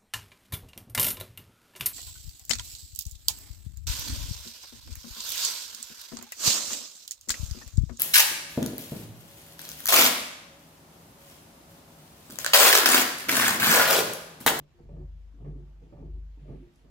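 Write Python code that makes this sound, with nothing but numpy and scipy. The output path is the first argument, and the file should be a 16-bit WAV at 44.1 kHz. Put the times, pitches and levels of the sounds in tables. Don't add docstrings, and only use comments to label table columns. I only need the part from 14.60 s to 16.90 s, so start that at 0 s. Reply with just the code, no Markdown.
import sys
import numpy as np
from scipy import signal
from scipy.io import wavfile
from scipy.ndimage import uniform_filter1d

SR = 44100
rng = np.random.default_rng(int(sys.argv[2]) if len(sys.argv) > 2 else 0)


def generate_wav(sig):
    pcm = np.round(np.clip(np.atleast_2d(sig).T, -1, 1) * 32767).astype(np.int16)
    wavfile.write(sys.argv[1], SR, pcm)


def volts_from_decibels(level):
    exponent = np.asarray(level, float) / 20
    return 10 ** exponent


N = 101429

# (t/s, deep note level/dB, upper note level/dB)
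SHELL_SWAY = [(0, -69, -53), (.05, -82, -78), (.17, -61, -67), (.21, -56, -67), (.25, -56, -56.5),
              (.3, -45, -51.5), (.45, -37.5, -44), (.74, -47, -63.5), (.95, -36.5, -80),
              (1.02, -43.5, -54.5), (1.24, -47.5, -72), (1.31, -57, -61), (1.54, -32.5, -43.5),
              (1.8, -45, -65), (1.97, -42.5, -63), (2.05, -48.5, -79), (2.1, -72, -78), (2.27, -56, -74)]
# (t/s, left over right/dB)
SWAY_PAN = [(0, 1), (.45, 1), (.7, 4.5), (.95, -0.5), (1.25, 0.5), (1.6, 2), (1.9, -1.5), (2.3, -2)]
# (t/s, level/dB)
BOARD_NOTE = [(0, -49.5), (.17, -81), (.3, -54), (.34, -49.5), (.44, -42), (.5, -66), (.56, -56),
              (.7, -98.5), (.82, -56), (.88, -33.5), (.928, -47.5), (.98, -45.5), (1.1, -55.5),
              (1.2, -72.5), (1.38, -58), (1.45, -46), (1.55, -56), (1.77, -69),
              (1.83, -51.5),
    (1.87, -53.5),
    (1.92, -41),
    (2.02, -61.5),
    (2.12, -74),
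    (2.2, -90),
    (2.27, -65),
]
# (f/Hz, level/dB)
HISS_SPECTRUM = [(150, -11), (700, -11.5), (1300, -17), (3000, -20.5), (3600, -22.5), (7600, -29.5),
                 (8400, -36), (15400, -38.5)]
# (f/Hz, correlation)
HISS_LIKENESS = [(200, 0.98), (600, 0.11), (3000, 0.048), (7000, 0.074), (10000, 0.02), (13000, 1)]
# (f/Hz, left over right/dB)
HISS_TILT = [(300, -1), (1500, -1), (5000, .5), (9000, -6), (14000, -.5)]
# (t/s, level/dB)
ROLL_PRESSURE = [(0, -51), (.12, -78.5), (.2, -51), (.27, -61), (.3, -43), (.45, -58.5), (.52, -98),
                 (.72, -66), (.87, -41), (1.05, -60.5), (1.16, -70), (1.24, -50), (1.31, -57.5),
                 (1.43, -42.5), (1.58, -63), (1.74, -80.5), (1.92, -40), (2.14, -73)]
# (t/s, frame level/dB, board re frame/dB, runners re frame/dB)
RIDGES = [(.004, -61.5, 4, 1.5), (0.184, -62, -14, 11.5), (0.25, -57, 13, -3), (0.287, -47, 0.5, 4),
          (0.329, -46, 8.5, 0), (0.363, -47.5, -6, 2), (0.401, -50, -7, 3), (0.43, -60, -3, -9),
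          (0.755, -55.5, -10, -7.5), (0.804, -43.5, 3.5, 1), (.845, -44, -6, 0.5), (0.863, -38.5, -14, -22),
          (0.907, -47.5, -5, -10), (.96, -43.5, 2, -9), (1.03, -54.5, -6, -18), (1.219, -52.5, -15, -8),
          (1.322, -43.5, -2.5, 4), (1.368, -47.5, -12, 4), (1.407, -45.5, -9, -10), (1.458, -47, -19, -9.5)]
# (t/s, frame level/dB, board re frame/dB, runners re frame/dB)
LATE_RIDGES = [
    (1.568, -50.5, -1, -39),
    (1.774, -52.5, -22, 2.5),
    (1.831, -50, -8, -2),
    (1.88, -41.5, 4, 0.5),
    (1.9, -41, -4, -11),
    (1.917, -40.5, -22, -36),
    (1.95, -59, -13, -4),
    (2.029, -48.5, -8, -6.5),
    (2.243, -50.5, -5, -0.5),
]
# (f/Hz, level/dB, t60/s, left-right phase/rad, left over right/dB)
BOARD_MODES = [(40.4, -9, 0.13, 0.55, 3.5), (106.2, -10, 0.17, 0.033, -8), (159.5, -6, 0.25, 0.028, -1)]
# (f/Hz, level/dB, t60/s, left-right phase/rad, left over right/dB)
FRAME_MODES = [(199.8, -13, 0.31, 0.1, 1.5), (215, -16.5, 0.23, 0.2, 0), (269, -9.5, 0.16, 0.11, -1.5),
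               (292.5, -7, 0.064, 0.16, -6), (348.1, -11.5, 0.18, 0.47, -6),
               (382.6, -12.5, 0.24, 0.67, -3.5), (427.2, -10.5, 0.091, 0.69, -10.5)]
# (f/Hz, level/dB, t60/s, left-right phase/rad, left over right/dB)
RUNNER_MODES = [(466, -13.5, 0.1, 0.69, 0.7), (575.5, -6, 0.095, 1.66, 0.63), (683, -11, 0.063, 1.1, .5),
                (761.7, -9.5, 0.087, 2.04, 1), (882, -14.5, 0.067, 0.92, -1.2),
                (1168, -6, 0.024, 1.2, -1.4), (1733, -25, 0.087, 1.3, -1), (2373, -21, 0.039, 1.8, -1)]
# (f/Hz, t60/s)
ROOM_T60 = [(100, 0.82), (500, 0.17), (3000, 0.26)]
# (t/s, peak level/dB, f/Hz, t60/s)
CAUGHT_MODES = [(0.141, -62, 350.3, 0.19), (.184, -60.5, 477, 0.24), (0.193, -56.5, 344, 0.23),
                (.289, -53, 573, 0.16), (.295, -57, 307, 0.11), (0.322, -40.5, 148, 0.097),
                (.335, -52, 331, 0.11), (.355, -57, 597, 0.067), (0.371, -51, 254.6, 0.2),
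                (.375, -53, 360.5, 0.18), (.397, -45, 365, 0.13), (0.426, -49, 262.4, .1),
                (0.459, -62, 375, 0.068), (.735, -59, 288, 0.25), (0.8, -43, 123, 0.2),
                (0.813, -55.5, 415, 0.15), (.842, -52.5, 547, 0.13), (0.844, -63, 1154, 0.14),
                (.86, -46, 410, 0.1), (.866, -42.5, 280, 0.13), (.866, -45, 198, .12),
                (0.902, -48, 294, 0.047), (.95, -44.5, 288, 0.098), (0.983, -52.5, 353.3, 0.29),
                (1.216, -59, 477, 0.14), (1.264, -57.5, 340, 0.16), (1.323, -54.5, 578, 0.25),
                (1.324, -54, 320, 0.19), (1.375, -54.5, 560, 0.12), (1.387, -47, 264, .2),
                (1.395, -55, 343, 0.14), (1.427, -46.5, 349, 0.17), (1.456, -52, 354, 0.094),
                (1.488, -47, 344, 0.086), (1.531, -59.5, 368, 0.21), (1.549, -55.5, 275.5, 0.14),
                (1.769, -59, 293, 0.16), (1.811, -46, 148, 0.14), (1.852, -56.5, 605, 0.16),
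                (1.854, -53, 368, .1), (1.883, -51, 585, 0.15), (1.886, -46.5, 195, 0.24),
                (1.898, -47, 421, 0.14), (1.911, -38.5, 262.6, 0.097), (1.993, -43, 150, 0.14),
                (2.0, -41, 269, 0.083), (2.022, -48.5, 352.6, 0.13), (2.06, -60, 351.5, 0.33),
                (2.244, -57, 262, 0.17), (2.255, -51, 152, 0.11)]
# (peak t/s, rise/s, fall/s, level/dB, centre f/Hz, width/Hz)
BRUSHES = [
    (.848, .003, 0.066, -70.5, 1960, 1100),
    (1.91, 0.15, 0.18, -71, 2220, 2500),
    (1.93, 0.13, 0.19, -88, 10600, 3400),
    (2.17, 0.023, 0.081, -87, 10500, 1600),
    (2.165, 0.028, 0.067, -78, 5400, 6000),
]
# (t/s, level/dB, centre f/Hz, width/Hz)
CLOTH_TICKS = [
    (1.9, -62, 2800, 2000),
    (2.123, -70, 10500, 2500),
    (2.138, -70, 10500, 4000),
    (2.158, -60, 5500, 5000),
    (2.159, -68, 10600, 2500),
]

DEEP_HZ, UPPER_HZ, BOARD_HZ = 49.86, 75.05, 145.9
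SHELL_WANDER_HZ, BOARD_WANDER_HZ = 0.89, 4
SWAY_LAG_RAD = 0.2
HISS_DB, RUMBLE_DB, RUMBLE_TOP_HZ = -73.5, -65, 161
GRIT_PER_S, GRIT_SPREAD_DB, GRIT_DB = 420, 3.5, -4
RIDGE_DB, UNEVEN_DB = -4.5, 1
RISE_S = 0.0036
SNAP = 1.44
NEIGHBOUR, SPLIT = 0.49, 0.0685
THUD_DB, THUD_HZ = -3.5, 278
ROOM_DB, ROOM_MONO_HZ = -13, 320
CATCH_RISE_CYCLES, CATCH_LAG_RAD, CATCH_PAN_DB = 2.73, 0.68, -3
WIDE_FROM_HZ = 317
DUCK_SHARE, DUCK_FROM_DB = 0.12, -57


def evened(x):
    return x / np.sqrt(np.mean(x ** 2) + 1e-20)


def read(points, hz):
    f, value = np.transpose(points)
    return np.interp(np.log(hz + 1), np.log(f + 1), value)


def curve(table, column=1):
    rows = np.array(table)
    return np.interp(np.arange(N) / SR, rows[:, 0], rows[:, column])


def band(x, hz, width_hz):
    return signal.lfilter(*signal.iirpeak(min(hz, SR / 2.2), hz / width_hz, SR), x)


def seat():
    out = np.zeros((2, N))
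    notes = [(DEEP_HZ, SHELL_WANDER_HZ, curve(SHELL_SWAY), curve(SWAY_PAN)),
             (UPPER_HZ, SHELL_WANDER_HZ, curve(SHELL_SWAY, column=2), 0.3),
             (BOARD_HZ, BOARD_WANDER_HZ, curve(BOARD_NOTE), -0.5)]
    for hz, wander_hz, db, pan_db in notes:
        drift = uniform_filter1d(rng.standard_normal(N), size=3000)
        wander = evened(uniform_filter1d(drift, size=3000))
        phase = 2 * np.pi * np.cumsum(hz + wander_hz * wander) / SR
        lag = SWAY_LAG_RAD * evened(np.gradient(wander[::-1]))
        level = np.sqrt(2) * uniform_filter1d(volts_from_decibels(db), size=700)
        left = volts_from_decibels(pan_db / 2) * np.sin(phase + lag / 2)
        right = volts_from_decibels(-pan_db / 2) * np.sin(phase - lag / 2)
        out += level * np.array([left, right])
    return out


def hiss():
    frames, hz = N // 256 + 5, np.fft.rfftfreq(1024, 1 / SR)
    a, b, c, d, patches = rng.standard_normal((frames, 513, 5)).T
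    patches = uniform_filter1d(patches, size=14, axis=0)
    patches = evened(uniform_filter1d(patches, size=8, axis=1))
    flicker = evened(uniform_filter1d(rng.standard_normal(frames), size=3))
    flicker = np.minimum(flicker, 1)
    same = np.clip(read(HISS_LIKENESS, hz), -1, 1)[:, None]
    left = a + 1j * b
    right = same * left + np.sqrt(1 - same ** 2) * (c + 1j * d)
    z = np.array([left, right]) * (hz > 120)[:, None]
    z *= volts_from_decibels(read(HISS_SPECTRUM, hz)[:, None] + 1.4 * patches + 0.7 * flicker)
    tilt = read(HISS_TILT, hz)
    z *= volts_from_decibels(np.array([tilt, -tilt])[:, :, None] / 2)
    treble = signal.istft(z * (hz > 1000)[:, None], nperseg=1024, noverlap=768)[1]
    noise = signal.istft(z, nperseg=1024, noverlap=768)[1][:, :N]
    return volts_from_decibels(HISS_DB) * noise / treble.std()


def rumble():
    noise = rng.standard_normal((3, N))
    sos = signal.butter(2, [15, RUMBLE_TOP_HZ], "band", fs=SR, output="sos")
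    return volts_from_decibels(RUMBLE_DB) * evened(signal.sosfilt(sos, noise[0] + 0.72 * noise[1:]))


def ring(drive, hz, t60, lag, pan_db):
    t, side = np.arange(SR // 2) / SR, np.array([[1], [-1]])
    taps = np.sin(2 * np.pi * hz * t + side * lag / 2)
    for way in (1, -1):
        off, twist = rng.uniform(0.31, 1.855), rng.uniform(-0.12, 1)
        near_hz = hz * (1 + way * SPLIT * off)
        taps = taps + NEIGHBOUR * np.sin(2 * np.pi * near_hz * t + side * lag * twist)
    shape = volts_from_decibels(side * pan_db / 2 - 60 * t / t60) * (1 - np.exp(-t / RISE_S))
    return signal.oaconvolve(drive[None], shape * taps, axes=1)[:, :N]


def runners():
    rows = np.array(RIDGES + LATE_RIDGES)
    at, out = np.round(rows[:, 0] * SR).astype(int), np.zeros((2, N))
    grain_db = GRIT_SPREAD_DB * np.minimum(rng.exponential(1, N), 4)
    grit = evened((rng.random(N) < GRIT_PER_S / SR) * volts_from_decibels(grain_db))
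    grit = grit * volts_from_decibels(curve(ROLL_PRESSURE) + GRIT_DB) / np.sqrt(SR / 100)
    t = np.arange(SR // 10) / SR
    # modes, level re frame/dB, grit level/dB, scuff decay/s
    parts = [(BOARD_MODES, rows[:, 2], 1, 0.022),
             (FRAME_MODES, 0, 0, 0.022),
             (RUNNER_MODES, rows[:, 3], -3.5, 0.056)]
    for modes, rel_db, grit_db, scuff_s in parts:
        scuff = np.exp(-t / scuff_s) + SNAP * np.exp(-t / RISE_S)
        scuff = scuff / np.sqrt(scuff_s * SR / 2)
        for hz, db, t60, lag, pan_db in modes:
            uneven_db = UNEVEN_DB * rng.standard_normal(len(rows))
            ridges = np.zeros(N)
            ridges[at] = volts_from_decibels(rows[:, 1] + RIDGE_DB + rel_db + uneven_db)
            scuffs = signal.oaconvolve(ridges, scuff)[:N]
            dulling_db = 10 * max(np.log2(hz / 1000), 0)
            drive = grit * volts_from_decibels(grit_db - dulling_db) + scuffs
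            out += volts_from_decibels(db) * ring(drive * rng.standard_normal(N), hz, t60, lag, pan_db)
    return out


def thuds():
    rows = np.array(RIDGES + LATE_RIDGES)
    blows = np.zeros(N)
    sign = rng.choice([-1.0, 1.0], len(rows))
    blows[np.round(rows[:, 0] * SR).astype(int)] = volts_from_decibels(rows[:, 1] + THUD_DB) * sign
    u = 2 * np.pi * THUD_HZ * np.arange(SR // 10) / SR
    pulse = u ** 3 * (4 - u) * np.exp(-u) / 2
    return signal.oaconvolve(blows, pulse)[:N]


def room(x):
    taps = np.zeros((2, SR // 2))
    at = np.arange(200, SR // 2 - 20, 20)
    at = at + rng.integers(0, 20, (2, len(at)))
    np.put_along_axis(taps, at, rng.choice([-1., 1.], at.shape), 1)
    hz, t, z = signal.stft(taps, SR, nperseg=512)
    decay = volts_from_decibels(-60 * t / read(ROOM_T60, hz)[:, None])
    tail = signal.istft(z * decay, SR, nperseg=512)[1]
    tail = tail / np.linalg.norm(tail[0])
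    wet = volts_from_decibels(ROOM_DB) * signal.fftconvolve(x.mean(0)[None], tail, axes=1)[:, :N]
    low = signal.butter(2, ROOM_MONO_HZ, "low", fs=SR, output="sos")
    return wet - signal.sosfiltfilt(low, wet - wet.mean(0))


def catches():
    t, side, out = np.arange(SR // 2) / SR, np.array([[1], [-1]]), np.zeros((2, N + SR))
    for s, db, hz, t60 in CAUGHT_MODES:
        wide = side / (1 + (WIDE_FROM_HZ / hz) ** 6)
        swell = 1 - np.exp(-t * hz / CATCH_RISE_CYCLES)
        shape = volts_from_decibels(db + wide * CATCH_PAN_DB / 2 - 60 * t / t60) * swell
        lag = wide * CATCH_LAG_RAD / 2 * hz / WIDE_FROM_HZ
        start = rng.uniform(0, 2 * np.pi)
        at = round(s * SR)
        out[:, at:at + len(t)] += 2 * shape * np.sin(2 * np.pi * hz * t + lag + start)
    return out[:, :N]


def cloth():
    t, out = np.arange(N) / SR, np.zeros((2, N))
    for s, rise, fall, db, hz, width_hz in BRUSHES:
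        shape = np.exp(-((t - s) / np.where(t < s, rise, fall)) ** 2)
        noise = rng.standard_normal((3, N))
        noise = hz / 5000 * noise[0] + noise[1:]
        out += volts_from_decibels(db) * shape * evened(band(band(noise, hz, width_hz), hz, width_hz))
    for s, db, hz, width_hz in CLOTH_TICKS:
        noise = rng.standard_normal(N) + 0.4 * rng.standard_normal((2, N))
        snap = noise * (t >= s) * np.exp(-np.maximum(t - s, 0) / 0.0025)
        tick = band(band(snap, hz, width_hz), hz, width_hz)
        out += volts_from_decibels(db) * np.sqrt(hz / width_hz) * tick
    return out


def scene():
    rolling = runners() + thuds() + catches()
    return seat() + hiss() + rumble() + rolling + room(rolling) + cloth()


def band_limit(x):
    return signal.sosfilt(signal.butter(12, 15200, fs=SR, output="sos"), x)


def record(dry):
    cut = signal.sosfilt(signal.butter(1, 20, "high", fs=SR, output="sos"), dry)
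    power = abs(uniform_filter1d((cut ** 2).mean(0), size=4000))
    power_db = 10 * np.log10(power + 1e-12)
    duck_db = DUCK_SHARE * np.maximum(power_db - DUCK_FROM_DB, 0)
    return band_limit(cut / volts_from_decibels(duck_db))


dry = scene()
out = record(dry)
generate_wav(out)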